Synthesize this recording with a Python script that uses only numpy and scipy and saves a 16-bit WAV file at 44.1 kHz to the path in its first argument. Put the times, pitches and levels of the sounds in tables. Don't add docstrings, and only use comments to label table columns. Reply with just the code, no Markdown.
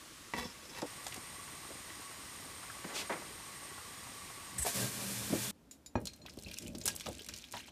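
import sys
import numpy as np
from scipy import signal
from scipy.fft import rfft, irfft
from scipy.io import wavfile
from scipy.ndimage import uniform_filter1d

SR = 44100
rng = np.random.default_rng(int(sys.argv[2]) if len(sys.argv) > 2 else 0)


def to_wav(sig):
    pcm = np.clip(np.atleast_2d(sig), -1, 1) * 32767
    pcm = np.round(pcm).astype(np.int16)
    wavfile.write(sys.argv[1], SR, pcm.T)


def convert_level_to_amplitude(level_db):
    exponent = np.asarray(level_db, float) / 20
    return 10 ** exponent


N = 340011
TIME = np.arange(N) / SR

SHOT_ENDS = [
    .862,
    5.1,
    5.512,
]

# (time [s], level [dB])
POUR_FLOW = [(6.045, -75), (6.19, -69), (6.5, -57.5), (6.65, -57.5), (6.74, -68), (7.02, -51.5),
             (7.46, -56), (7.515, -62), (7.535, -47), (7.61, -50), (7.63, -56), (7.693, -55), (7.71, -66)]
# (frequency [Hz], density [dB per Hz])
SPRAY_SPECTRUM = [(1000, -18), (1700, -3.5), (5260, -10.5), (6330, -8), (8680, -5.5), (15500, -22)]
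# (time [s], hold [s], rumble [dB], gurgle [dB])
SURGES = [(6.016, 0.0021, -44.5, -50.5), (6.207, 0.22, -59.5, -61.5), (6.378, 0.006, -53.5, -59),
          (6.467, 0.011, -48.5, -65), (6.618, 0.17, -49, -51.5), (6.857, 0.087, -51, -48),
          (7.083, 0, -44.5, -44), (7.18, 0.019, -62, -53), (7.28, 0.069, -59.5, -66.5),
          (7.545, 0, -55, -55), (7.685, 0.012, -73, -62)]
# (time [s], peak [dB], colour [Hz])
SPLASHES = [(6.0547, -29.5, 6250), (6.0704, -27, 4540), (6.134, -38, 5150), (6.2616, -35, 3380),
            (6.295, -37, 5000), (6.387, -38.5, 4120), (6.4833, -37, 4600), (6.512, -36, 3200),
            (6.537, -38, 4900), (6.5676, -43, 4500), (6.576, -36, 7400), (6.622, -34.5, 6500),
            (6.6636, -42, 2820), (6.7492, -33, 4500), (6.813, -31, 5000), (6.8558, -16.5, 9000),
            (6.863, -21, 7500), (6.8772, -13, 6900), (6.96, -33, 8100), (6.998, -33, 5000),
            (7.0076, -30, 6800), (7.059, -31.5, 5000), (7.066, -31.5, 3450), (7.1915, -36, 3000),
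            (7.2183, -39, 4360), (7.287, -27.5, 4860), (7.338, -32, 4480), (7.362, -34, 5790),
            (7.4403, -37.5, 3320), (7.5252, -37, 5500), (7.5713, -38, 2400)]
# (time [s], peak [dB], colour [Hz])
SNAPS = [(6.055, -30, 9000), (6.0715, -27, 6000), (1.0815, -30, 6500), (6.5418, -27, 5000),
         (6.586, -22.5, 6500), (6.672, -34, 6000), (6.858, -21, 10500), (6.9635, -23.5, 8500),
         (6.9987, -30, 5300), (7.2875, -31, 7000), (7.3385, -32, 5000), (7.4865, -42, 4500),
         (7.3625, -35, 6500), (7.5125, -39, 7000), (7.5193, -36, 8000), (7.5247, -29, 7500),
         (7.568, -35, 3000), (7.0087, -32, 2800)]
# (time [s], peak [dB], colour [Hz], t60 [s])
GULPS = [(6.262, -37.5, 3150, .04), (6.4465, -36, 4100, 0.022), (6.461, -32, 2620, 0.039),
         (6.471, -41, 2700, .025), (6.486, -39, 2450, .03), (6.512, -33, 2450, .04),
         (6.524, -37, 2700, .03), (6.568, -34.5, 2600, .06), (6.581, -35, 2800, .025),
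         (6.663, -39, 2900, .02), (6.68, -41, 2550, .04), (6.836, -31, 7000, .025), (6.849, -31, 3600, .02),
         (6.917, -34, 4600, .015), (7.109, -43, 2800, .025), (7.192, -38, 2900, .02),
         (7.196, -37, 4800, .03), (7.203, -40, 3100, .04), (7.441, -40, 3250, .03),
         (7.537, -39.5, 1880, .12), (7.53, -39, 3200, .06), (7.568, -39, 1610, .05),
         (7.574, -41, 3100, .04), (7.59, -43, 1700, .04), (7.603, -40, 2800, .03), (7.64, -41, 3300, .03),
         (7.678, -42, 4100, .02), (7.591, -42, 3900, .06), (6.3, -39, 5100, .025), (7.688, -43, 2900, .03)]
# (time [s], peak [dB], colour [Hz])
DROPLETS = [(6.003, -47, 10000), (6.0147, -44, 9990), (6.1619, -42, 12000), (6.337, -42, 9500),
            (6.2885, -46, 8500), (6.389, -37, 8200), (6.5345, -41, 11000), (6.476, -45, 9500),
            (6.308, -44, 5500), (7.634, -48, 7500), (7.662, -48, 7500), (7.2205, -38, 7500),
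            (7.05, -41, 6500), (6.3726, -41, 7800), (6.3974, -41, 11200), (6.4125, -42, 7250),
            (6.424, -36, 7100), (6.4354, -32.5, 7180), (6.5146, -35, 10900), (6.784, -28.5, 8000),
            (6.8054, -37, 8100), (6.84, -39, 8000), (6.9524, -29, 9500), (7.151, -34, 5240),
            (7.088, -32, 8390), (7.1299, -36, 7300), (7.1733, -38, 3770), (7.183, -36, 7000),
            (7.246, -33, 6750), (7.264, -32.5, 8500), (7.2974, -43, 8390), (7.376, -33, 7140),
            (7.386, -31, 6500), (7.4222, -35, 5520), (6.6266, -35, 7500), (6.6795, -31, 7500),
            (6.7333, -46, 6000), (6.618, -40, 6000), (6.47, -41, 5500), (6.649, -41, 7500),
            (7.6735, -41, 7110), (7.487, -43, 4500)]

# (frequency [Hz], level [dB], t60 [s])
BOWL_MODES = [(1642, 5.5, 0.12), (2450, -7, 0.12), (2950, -20, .08), (3900, -17, 0.096), (4200, -6, 0.14),
              (5780, -6, .055), (6950, -13, .13), (8100, -20, .12)]
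# (time [s], level [dB], loudest mode [Hz])
BOWL_BLOWS = [(5.9544, -37, 2300), (5.956, -45, 3900), (5.958, -44, 5900), (6.054, -45, 4300),
              (6.0707, -35, 4300), (6.0712, -42, 6900), (6.072, -52, 2950), (6.135, -52, 4300),
              (6.217, -47.5, 4300), (6.219, -50, 6900), (6.857, -41, 4200), (6.879, -40, 4200),
              (6.88, -44, 1700), (7.59, -47, 4200)]
# (time [s], peak [dB], colour [Hz], t60 [s])
DRIPS = [
    (5.7115, -38.5, 6820, 0.17),
    (5.8618, -38.5, 6820, 0.077),
]
# (frequency [Hz], level [dB], t60 [s])
DRIP_MODES = [
    [(2400, -14, .06), (2800, -15, 0.098), (3860, -14, 0.14), (4230, -15, .13), (4900, -10, .06),
     (5550, -10, .12), (6850, 2, .07), (7100, 2.5, .05), (8180, -6, .06), (9825, -20, .09),
     (11100, -17, .09), (11490, -13.5, .07)],
    [(2400, -13, 0.066), (3850, -7.5, 0.12), (4450, -10, 0.1), (4830, -4, 0.06), (5150, -6, .06),
     (5850, -10, .08), (6830, 3.5, .06), (7130, -1, .07), (9674, -18, .1), (10500, -2, .035),
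     (11000, -9, 0.07)],
]
# (time [s], level [dB])
POT_BUMP = (5.9555, -20)
# (frequency [Hz], level [dB], t60 [s])
WORKTOP_MODES = [(115, -3, 0.32), (249, 4, 0.079), (348.4, -2.5, 0.12), (475, -27, 0.078),
                 (629, 5.5, 0.026), (818, -11, 0.3), (876, 5.5, 0.028), (1250, -6, 0.03), (1600, -13, 0.08)]

# (frequency [Hz], level [dB], t60 [s])
POT_MODES = [(241, 1.5, 0.07), (530, 0.5, 0.085), (960, 4.5, 0.024), (1160, 3, 0.019), (1970, 1.5, 0.04),
             (2270, -3, 0.03), (2680, -4.5, 0.059), (3450, -7, 0.035), (3935, -13, 0.086),
             (4900, -9, 0.045), (5150, -18, 0.043), (5450, -9, 0.041), (6140, -19, 0.062)]
# (time [s], hold [s], level [dB])
SCRAPES = [
    (0.39, 0.04, -45),
    (0.6, 0.24, -58),
    (0.75, 0.037, -48),
]
# (time [s], level [dB], loudest mode [Hz])
CATCHES = [(.358, -41, 1970), (.37, -42, 1970), (.378, -44, 3450), (.396, -45, 1160), (.428, -45, 1970),
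           (.366, -41, 2680), (.372, -43, 2270), (.376, -48, 4900), (.385, -41, 1970), (.398, -41, 3935),
           (.398, -43, 2270), (.408, -40, 3450), (.409, -47, 5450), (.411, -44, 960), (.444, -43, 5450),
           (.449, -47, 4900), (.446, -42, 3450), (.447, -45, 2680), (.466, -45, 5150), (.5, -47, 5450),
           (.578, -49, 960), (.628, -48, 3935), (.652, -47, 5450), (.695, -45, 5450), (.732, -46, 3935),
           (.748, -48, 1970), (3.108, -39, 2050)]
# (time [s], hold [s], hiss [dB], slosh over the hiss [dB])
SWISHES = [
    (2.845, .012, -58, 12.5),
    (2.89, 0.076, -55.5, 9),
    (2.961, 0.043, -40.5, -1.5),
    (3.101, 0.021, -54, 20),
    (3.154, 0.084, -65, 16),
]
# (time [s], peak [dB], colour [Hz])
STIR_KNOCKS = [
    (0.3372, -31, 1770),
    (0.344, -31, 238),
    (0.369, -36, 245),
    (0.454, -33.5, 228),
    (0.82, -27.5, 538),
    (0.828, -27.5, 320),
    (0.841, -34.5, 303),
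    (0.851, -36, 273),
]
# (time [s], peak [dB], colour [Hz],
# t60 [s])
KNOCKS = [(1.174, -35, 248, 0.047), (2.842, -29, 895, .04), (2.849, -29, 202, .08),
          (3.096, -19, 900, 0.051), (3.124, -26, 1800, .05), (3.104, -25.5, 380, 0.055),
          (4.648, -29, 670, 0.064), (4.66, -21, 690, .07), (5.302, -21.5, 230, 0.064),
          (5.326, -15.5, 260, 0.11), (5.954, -26, 585, 0.066), (5.97, -24, 342, 0.13),
          (3.146, -31, 400, .04), (4.59, -35, 62, .25)]

# (time [s], peak [dB], colour [Hz])
LEEKS = [(0.41, -44, 3900), (0.749, -37, 2800), (0.818, -28.5, 4830), (1.0454, -35, 8610),
         (1.066, -26, 6130), (1.067, -32.5, 2500), (1.0807, -37, 8360), (1.1227, -30, 2330),
         (1.1426, -31, 8800), (1.1421, -32, 2200), (1.162, -35, 5500)]
# (time [s], peak [dB], colour [Hz])
PLOPS = [(0.655, -41, 516), (1.064, -30, 821), (1.166, -34, 750), (1.705, -31, 360), (1.753, -35, 255),
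         (2.459, -36, 285), (6.253, -39.5, 730), (6.281, -39.5, 1650), (6.373, -32.5, 282),
         (6.749, -26, 283), (6.856, -32.5, 200), (6.879, -27, 1020), (6.945, -34, 553), (7.061, -28, 905),
         (7.066, -31, 900), (7.084, -26, 420), (7.287, -36.5, 1510), (7.538, -27, 900), (7.549, -28, 850),
         (7.567, -30.5, 880), (7.599, -36, 1854), (7.68, -39.5, 900)]
# (time [s], peak [dB], colour [Hz])
POPS = [(1.477, -43, 2090), (1.519, -44, 1160), (1.649, -42, 1150), (1.709, -39, 802), (1.898, -38, 1800),
        (2.019, -44, 1130), (2.113, -39.5, 1120), (2.445, -41.5, 1130), (2.631, -38, 1120),
        (2.698, -37, 1560), (2.749, -43, 1150), (3.219, -41, 821), (3.399, -49, 1120), (3.619, -44.5, 816),
        (3.779, -37, 1130), (4.067, -42, 1120), (4.299, -42, 1060)]

# (time [s], peak [dB], colour [Hz], t60 [s])
KNOB_SQUEAKS = [
    (4.582, -24, 8060, 0.16),
    (4.616, -27, 8100, 0.066),
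    (4.623, -23, 8160, 0.11),
]
# (frequency [Hz], level [dB], t60 [s])
HOB_MODES = [(293, -5, .1), (420, -0.5, .08), (690, 3, 0.13), (950, 0, .07), (2200, -14, .06)]
# (time [s], level [dB])
GAS_FLOW = [(4.578, -56), (4.646, -53), (4.67, -38.5), (4.695, -40), (4.72, -46), (4.74, -44.5),
            (4.76, -39.5), (4.905, -50.5), (4.96, -47.5), (5.506, -47), (5.511, -65)]
# (frequency [Hz], density [dB per Hz])
GAS_SPECTRUM = [(710, -31), (1200, -33), (1410, -5), (2380, -6.5), (2590, -5), (8880, -0.5), (14200, -6.5),
                (15500, -15)]
# (frequency [Hz], width [Hz], level [dB])
JET_WHISTLES = [(1584, 30, -19.5), (1800, 60, -24), (2350, 27, -18.5), (3460, 100, -18), (4070, 73, -21),
                (5220, 68, -26), (6850, 120, -21), (7170, 30, -25), (8630, 100, -21)]
# (time [s], hold [s], roar [dB], upper hollow over the roar [dB])
FLAME_PUFFS = [
    (4.554, 0.047, -56, 2),
    (4.67, 0.03, -55, -6),
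    (4.775, 0.08, -41, -2.5),
    (4.96, 0.53, -49, -2),
    (5.055, 0.06, -50, 8),
    (5.319, 0.076, -46, -16),
]

# (frequency [Hz], density [dB per Hz])
STIR_SPECTRUM = [(18, -39), (30, -7), (177, -10.5), (332, -8), (443, -20), (492, -15), (728, -22),
                 (1110, -13.5), (1590, -14), (8950, -18), (15500, -30)]
# (frequency [Hz], density [dB per Hz])
SIMMER_SPECTRUM = [(18, -41), (30, -7.5), (90, 1), (492, -9), (709, -9.5), (1140, -4.5), (1330, -8.5),
                   (2020, -7), (7650, -12), (8720, -9), (10500, -13.5), (14000, -18), (15500, -27)]
# (frequency [Hz], density [dB per Hz])
COUNTER_SPECTRUM = [(18, -48), (30, -18), (75, -5), (108, -15.5), (237, -7.5), (277, -6.5), (359, -16),
                    (1970, -32), (8500, -37.5), (15500, -42)]
# (frequency [Hz], width [Hz], level [dB])
BURNER_WHISTLES = [(1126, 45, 6), (1975, 150, -2), (4010, 76, -6), (5600, 120, -7.5), (6850, 90, -3.5),
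                   (8625, 36, 8), (8960, 60, -1), (8300, 230, -5.5), (9800, 44, -10), (5080, 100, -7)]


def level(x, db):
    return x * convert_level_to_amplitude(db) / np.sqrt(np.mean(x ** 2))


def noise(spectrum):
    hz, db = np.transpose(spectrum)
    log_hz = np.log(np.fft.rfftfreq(N, 1 / SR) + 1)
    gain = convert_level_to_amplitude(np.interp(log_hz, np.log(hz), db))
    return level(irfft(rfft(rng.standard_normal(N)) * gain, N), 0)


def band(x, hz, width):
    hz, width = min(hz, SR / 3), min(width, SR / 3)
    return signal.lfilter(*signal.iirpeak(hz, hz / width, SR), x + np.finfo(float).eps ** 2)


def colour(x, hz, width):
    return band(band(x, hz, width), hz, width)


def walk(rate):
    k = int(SR / rate)
    steps = np.repeat(rng.standard_normal(N // k + 1), k)
    return level(uniform_filter1d(uniform_filter1d(steps, k), k)[:N], 0)


def flow_gain(table):
    s, db = np.transpose(table)
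    return convert_level_to_amplitude(np.interp(TIME, s, db, left=-200, right=-200))


def swells(rows, rise_db_s, fall_db_s):
    t = TIME[::32]
    curves = []
    for s, hold, db in rows:
        rise = rise_db_s * np.maximum(s - t, 0)
        fall = fall_db_s * np.maximum(t - s - hold, 0)
        curves.append(db - rise - fall)
    return np.interp(TIME, t, convert_level_to_amplitude(np.max(curves, axis=0)))


def fade(t, t60):
    return np.exp(-np.log(1000) * t / max(t60, .005))


def click(seconds):
    return 1. * (np.arange(int(seconds * SR)) == 0)


def ring(x, modes):
    out = 0
    for hz, db, t60 in modes:
        pole = np.exp((2j * np.pi * hz - np.log(1000) / t60) / SR)
        out = out + convert_level_to_amplitude(db) * signal.lfilter([1], [1, -pole], x + np.finfo(float).eps ** 2).imag
    return out


def add(out, s, x):
    i = int(s * SR)
    out[i:i + len(x)] += x[:N - i]


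def lasting(rows, t60):
    return [(*row, t60) for row in rows]


def bursts(table, spread, crack_db, rise=0.00036):
    out, t = np.zeros(N), TIME[:SR // 5]
    for s, db, hz, t60 in table:
        x = rng.standard_normal(len(t))
        tail = level(colour(x, hz, spread * hz), 0) * fade(t, t60)
        crack = colour(click(0.2), hz, 1.6 * hz)
        add(out, s, convert_level_to_amplitude(db - 9.0) * ((1 - np.exp(-t / rise)) * tail + convert_level_to_amplitude(crack_db) * crack / crack.max()))
    return out


def blows(table, modes, narrow_db):
    out = np.zeros(N)
    for s, db, centre_hz in table:
        woken = [(hz, g - narrow_db * np.log2(hz / centre_hz) ** 2, t60) for hz, g, t60 in modes]
        add(out, s, convert_level_to_amplitude(db) * ring(click(0.25), woken))
    return out


def bubbles(count, lo_hz, hi_hz, cycles, scatter_db):
    out = np.zeros(N)
    for s, pitch, size in rng.random((count, 3)):
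        hz = lo_hz * (hi_hz / lo_hz) ** pitch
        turns = np.arange(int(3 * cycles * SR / hz)) * hz / SR
        wave = np.sin(2 * np.pi * turns * (1 + 0.11 * turns / cycles)) * np.exp(-2 * turns / cycles)
        add(out, s * TIME[-1], convert_level_to_amplitude(-scatter_db * np.log(size + 1 / 50)) * wave)
    return level(out, 0)


def pour():
    afterspray = [(s, 0, db - 26.5) for s, db, _ in SPLASHES]
    spray = flow_gain(POUR_FLOW) + swells(afterspray, rise_db_s=3000, fall_db_s=330)
    fizz = bubbles(count=3600, lo_hz=2100, hi_hz=6000, cycles=9.0, scatter_db=3.5)
    crackle = bubbles(count=4000, lo_hz=3600, hi_hz=12100, cycles=3.0, scatter_db=2.5)
    patchy = convert_level_to_amplitude(4 * walk(70))
    wet = spray * (convert_level_to_amplitude(-13.5) * patchy * noise(SPRAY_SPECTRUM) + convert_level_to_amplitude(-6.5) * fizz + convert_level_to_amplitude(-9.0) * crackle)

    rumble = swells([row[:3] for row in SURGES], rise_db_s=600, fall_db_s=167)
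    shake = noise([(30, -14), (60, 2.0), (120, 1.5), (250, -1.0), (650, -10.0), (1000, -35.0)])
    loaded_worktop = [(hz, db, .06) for hz, db, _ in WORKTOP_MODES]
    thud = rumble * level(shake + level(ring(shake, loaded_worktop), 0), 0)

    gurgle = swells([(s, 0.29 * hold, db) for s, hold, _, db in SURGES], rise_db_s=600, fall_db_s=232)
    glug = convert_level_to_amplitude(-2.5) * gurgle * bubbles(count=800, lo_hz=220, hi_hz=820, cycles=3.5, scatter_db=4.0)
    lumps = splashes()
    return wet + thud + glug + lumps + convert_level_to_amplitude(-47) * ring(wet + lumps, BOWL_MODES)


def splashes():
    out, t = np.zeros(N), TIME[:SR // 8]
    for s, db, hz in SPLASHES:
        x = rng.standard_normal(len(t))
        t60 = 0.038 * (4000 / hz) ** 0.2 * convert_level_to_amplitude(0.14 * (db + 29))
        tail_db = -6.5 - 2.5 * np.log2(hz / 4000)
        spray = level(colour(x, hz, min(0.93 * hz, 6500)) + convert_level_to_amplitude(-14) * x, 0)
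        bubble = convert_level_to_amplitude(-6.0) * np.sin(2 * np.pi * hz * t * (1 + 2.9 * t)) * (hz < 4500)
        swell = (1 - np.exp(-t / 0.00097)) * fade(t, t60)
        crack = colour(click(0.125), hz, 1.2 * hz)
        add(out, s, convert_level_to_amplitude(db + tail_db - 1.0) * swell * (spray + bubble))
        add(out, s + 0.001194, convert_level_to_amplitude(db - 3.5 + 2.7 * np.log2(hz / 6000)) * crack / crack.max())
    snaps = bursts(lasting(SNAPS, t60=0.01), spread=0.74, crack_db=7.5, rise=0.00018)
    gulps = bursts(GULPS, spread=0.12, crack_db=-14, rise=.0008)
    droplets = bursts(lasting(DROPLETS, t60=0.014), spread=0.68, crack_db=3.5)
    return out + snaps + gulps + droplets


def china():
    out = np.zeros(N)
    for (s, db, *_), modes in zip(DRIPS, DRIP_MODES):
        add(out, s, convert_level_to_amplitude(db - 11) * ring(click(1 / 3), modes))
    push = np.convolve(click(1 / 3), signal.windows.hann(14))
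    damped_worktop = [(hz, db, min(t60, .22)) for hz, db, t60 in WORKTOP_MODES]
    bump_s, bump_db = POT_BUMP
    add(out, bump_s, convert_level_to_amplitude(bump_db - 26.0) * ring(push, damped_worktop))
    spatter = convert_level_to_amplitude(-8.5) * bursts(DRIPS, spread=2.0, crack_db=-6)
    return out + blows(BOWL_BLOWS, BOWL_MODES, narrow_db=50) + spatter


def ladle():
    return scrape() + swish() + knocks()


def scrape():
    slips = (rng.random(N) < 1500 / SR) * rng.standard_normal(N) * convert_level_to_amplitude(4.0 * walk(40.17))
    rub = swells(SCRAPES, rise_db_s=164, fall_db_s=185) * (TIME > STIR_KNOCKS[0][0])
    wall = sum(ring(rub * slips * convert_level_to_amplitude(3 * walk(45)), [mode]) for mode in POT_MODES)
    wall = wall / np.std(ring(slips, POT_MODES))
    grit = rub * level(band(slips, 1100, 3700), -2.4)
    even_wall = [(hz, -7.0, 0.083 * (hz / 4000) ** 0.33) for hz, *_ in POT_MODES[2:]]
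    return convert_level_to_amplitude(-1.0) * wall + grit + blows(CATCHES, even_wall, narrow_db=150)


def swish():
    hiss = swells([row[:3] for row in SWISHES], rise_db_s=544, fall_db_s=320)
    body = swells([(s, hold, db + wet_db) for s, hold, db, wet_db in SWISHES], rise_db_s=3000, fall_db_s=228)
    edge = noise([(1200, -31), (2500, 5.5), (7000, 1.0), (12000, -10), (15500, -19)])
    slosh = noise([(80, -25), (200, -3.0), (600, -2.5), (1200, -6.0), (2200, -7.5), (3500, -44)])
    return hiss * convert_level_to_amplitude(1.5 * walk(80)) * edge + convert_level_to_amplitude(-3.5) * body * convert_level_to_amplitude(2.0 * walk(60)) * slosh


def knocks():
    first_s, wall = STIR_KNOCKS[0][0], POT_MODES[2:]
    early = bursts(lasting(STIR_KNOCKS, t60=0.063), spread=1.6, crack_db=1.0, rise=0.00064)
    early = early * (TIME < SHOT_ENDS[0])
    clank = convert_level_to_amplitude(-44) * (np.arange(N) == int(first_s * SR))
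    rim = blows([(first_s, -33.5, 2000), (first_s, -37, 1050)], wall, narrow_db=60)
    early = early + rim + ring(clank + convert_level_to_amplitude(-44) * early, wall)
    late = bursts(KNOCKS, spread=1.0, crack_db=-6.5, rise=0.002)
    knob_plate = convert_level_to_amplitude(-42.5) * ring(bursts(KNOCKS[6:8], spread=1.4, crack_db=5.0), HOB_MODES)
    return early + late + convert_level_to_amplitude(-54.5) * ring(late, WORKTOP_MODES[2:]) + knob_plate


def food():
    pops = [(s, db + 5.0, 0.86 * hz) for s, db, hz in POPS]
    leeks = bursts(lasting(LEEKS, t60=0.031), spread=0.99, crack_db=-18)
    return leeks + bursts(lasting(PLOPS + pops, t60=0.048), spread=0.76, crack_db=-3.5, rise=0.0018)


def hum(hz):
    return convert_level_to_amplitude(2.6 * walk(35)) * np.sin(2 * np.pi * hz * np.cumsum(1 + 0.03 * walk(40)) / SR)


def flare():
    gas, lit = flow_gain(GAS_FLOW), TIME < SHOT_ENDS[2]
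    upper_puffs = [(s, hold, db + up_db) for s, hold, db, up_db in FLAME_PUFFS]
    roar = lit * swells([row[:3] for row in FLAME_PUFFS], rise_db_s=330, fall_db_s=260)
    upper = lit * swells(upper_puffs, rise_db_s=330, fall_db_s=260)
    flutter = convert_level_to_amplitude(-4.5) * np.sqrt(gas * roar)
    air = rng.standard_normal(N)
    hollow = level(hum(121) + level(band(air, 160, 140), -4.5), 0)
    mid = sum(convert_level_to_amplitude(3.0 * walk(20)) * band(air, hz, 45) for hz in (275, 400, 540))
    mid = level(mid + convert_level_to_amplitude(-13.0) * band(air, 1000, 580), 0)
    whistles = sum(convert_level_to_amplitude(db + 3.3 * walk(14)) * level(band(air, hz, w), 0) for hz, w, db in JET_WHISTLES)
    rush = gas * convert_level_to_amplitude(4.5 + 1.3 * walk(30)) * (noise(GAS_SPECTRUM) + whistles)
    return rush + roar * hollow + upper * hum(200) + flutter * mid + knob()


def knob():
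    rasps = [(s, db, 1.14 * hz, 0.75 * t60) for s, db, hz, t60 in KNOB_SQUEAKS]
    clunks = [(s, db - 14.0, hz, 0.54 * t60) for s, db, _, t60 in KNOB_SQUEAKS for hz in (1750, 2000)]
    squeak = bursts(KNOB_SQUEAKS, spread=0.081, crack_db=-14, rise=.003)
    rasp = bursts(rasps, spread=0.5, crack_db=-16, rise=0.0025)
    return squeak + rasp + bursts(clunks, spread=0.08, crack_db=-10, rise=0.0012)


def backgrounds():
    whistles = []
    for hz, width, db in BURNER_WHISTLES:
        tone = level(band(rng.standard_normal(N), hz, width), 0)
        whistles.append(convert_level_to_amplitude(db + 0.9 * walk(9.9)) * tone * np.sqrt(width))
    blips = bubbles(count=900, lo_hz=230, hi_hz=1400, cycles=2.6, scatter_db=3.2)
    stir = level(noise(STIR_SPECTRUM) + level(whistles[0], -14.0) + level(blips, -13.0), -53)
    hiss = noise(SIMMER_SPECTRUM) + level(blips, -12.0)
    simmer = level(hiss + level(sum(whistles), -3.5), -48.5)
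    flaring = level(hiss, -49)
    counter = level(noise(COUNTER_SPECTRUM), -63)
    return np.choose(np.searchsorted(SHOT_ENDS, TIME), [stir, simmer, flaring, counter])


def scene():
    close = pour() + china() + ladle() + food()
    t = TIME[:SR // 3]
    tail = rng.standard_normal(len(t)) * fade(t, 0.16) * (t > .004)
    kitchen = signal.fftconvolve(close, convert_level_to_amplitude(-12.0) * tail / np.linalg.norm(tail))[:N]
    return np.tile(flare() + close + kitchen + backgrounds(), (2, 1))


def low_pass(x):
    return signal.sosfilt(signal.butter(12, 16360, fs=SR, output="sos"), x)


def record(dry):
    rounded = np.tanh(4 * dry) / 4
    top_cut = signal.ellip(8, .2, 28, 15020, fs=SR, output="sos")
    bass_cut = signal.butter(4, 38, "high", fs=SR, output="sos")
    mix = signal.sosfilt(bass_cut, signal.sosfilt(top_cut, rounded))
    return low_pass(mix)


dry = scene()
out = record(dry)
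to_wav(out)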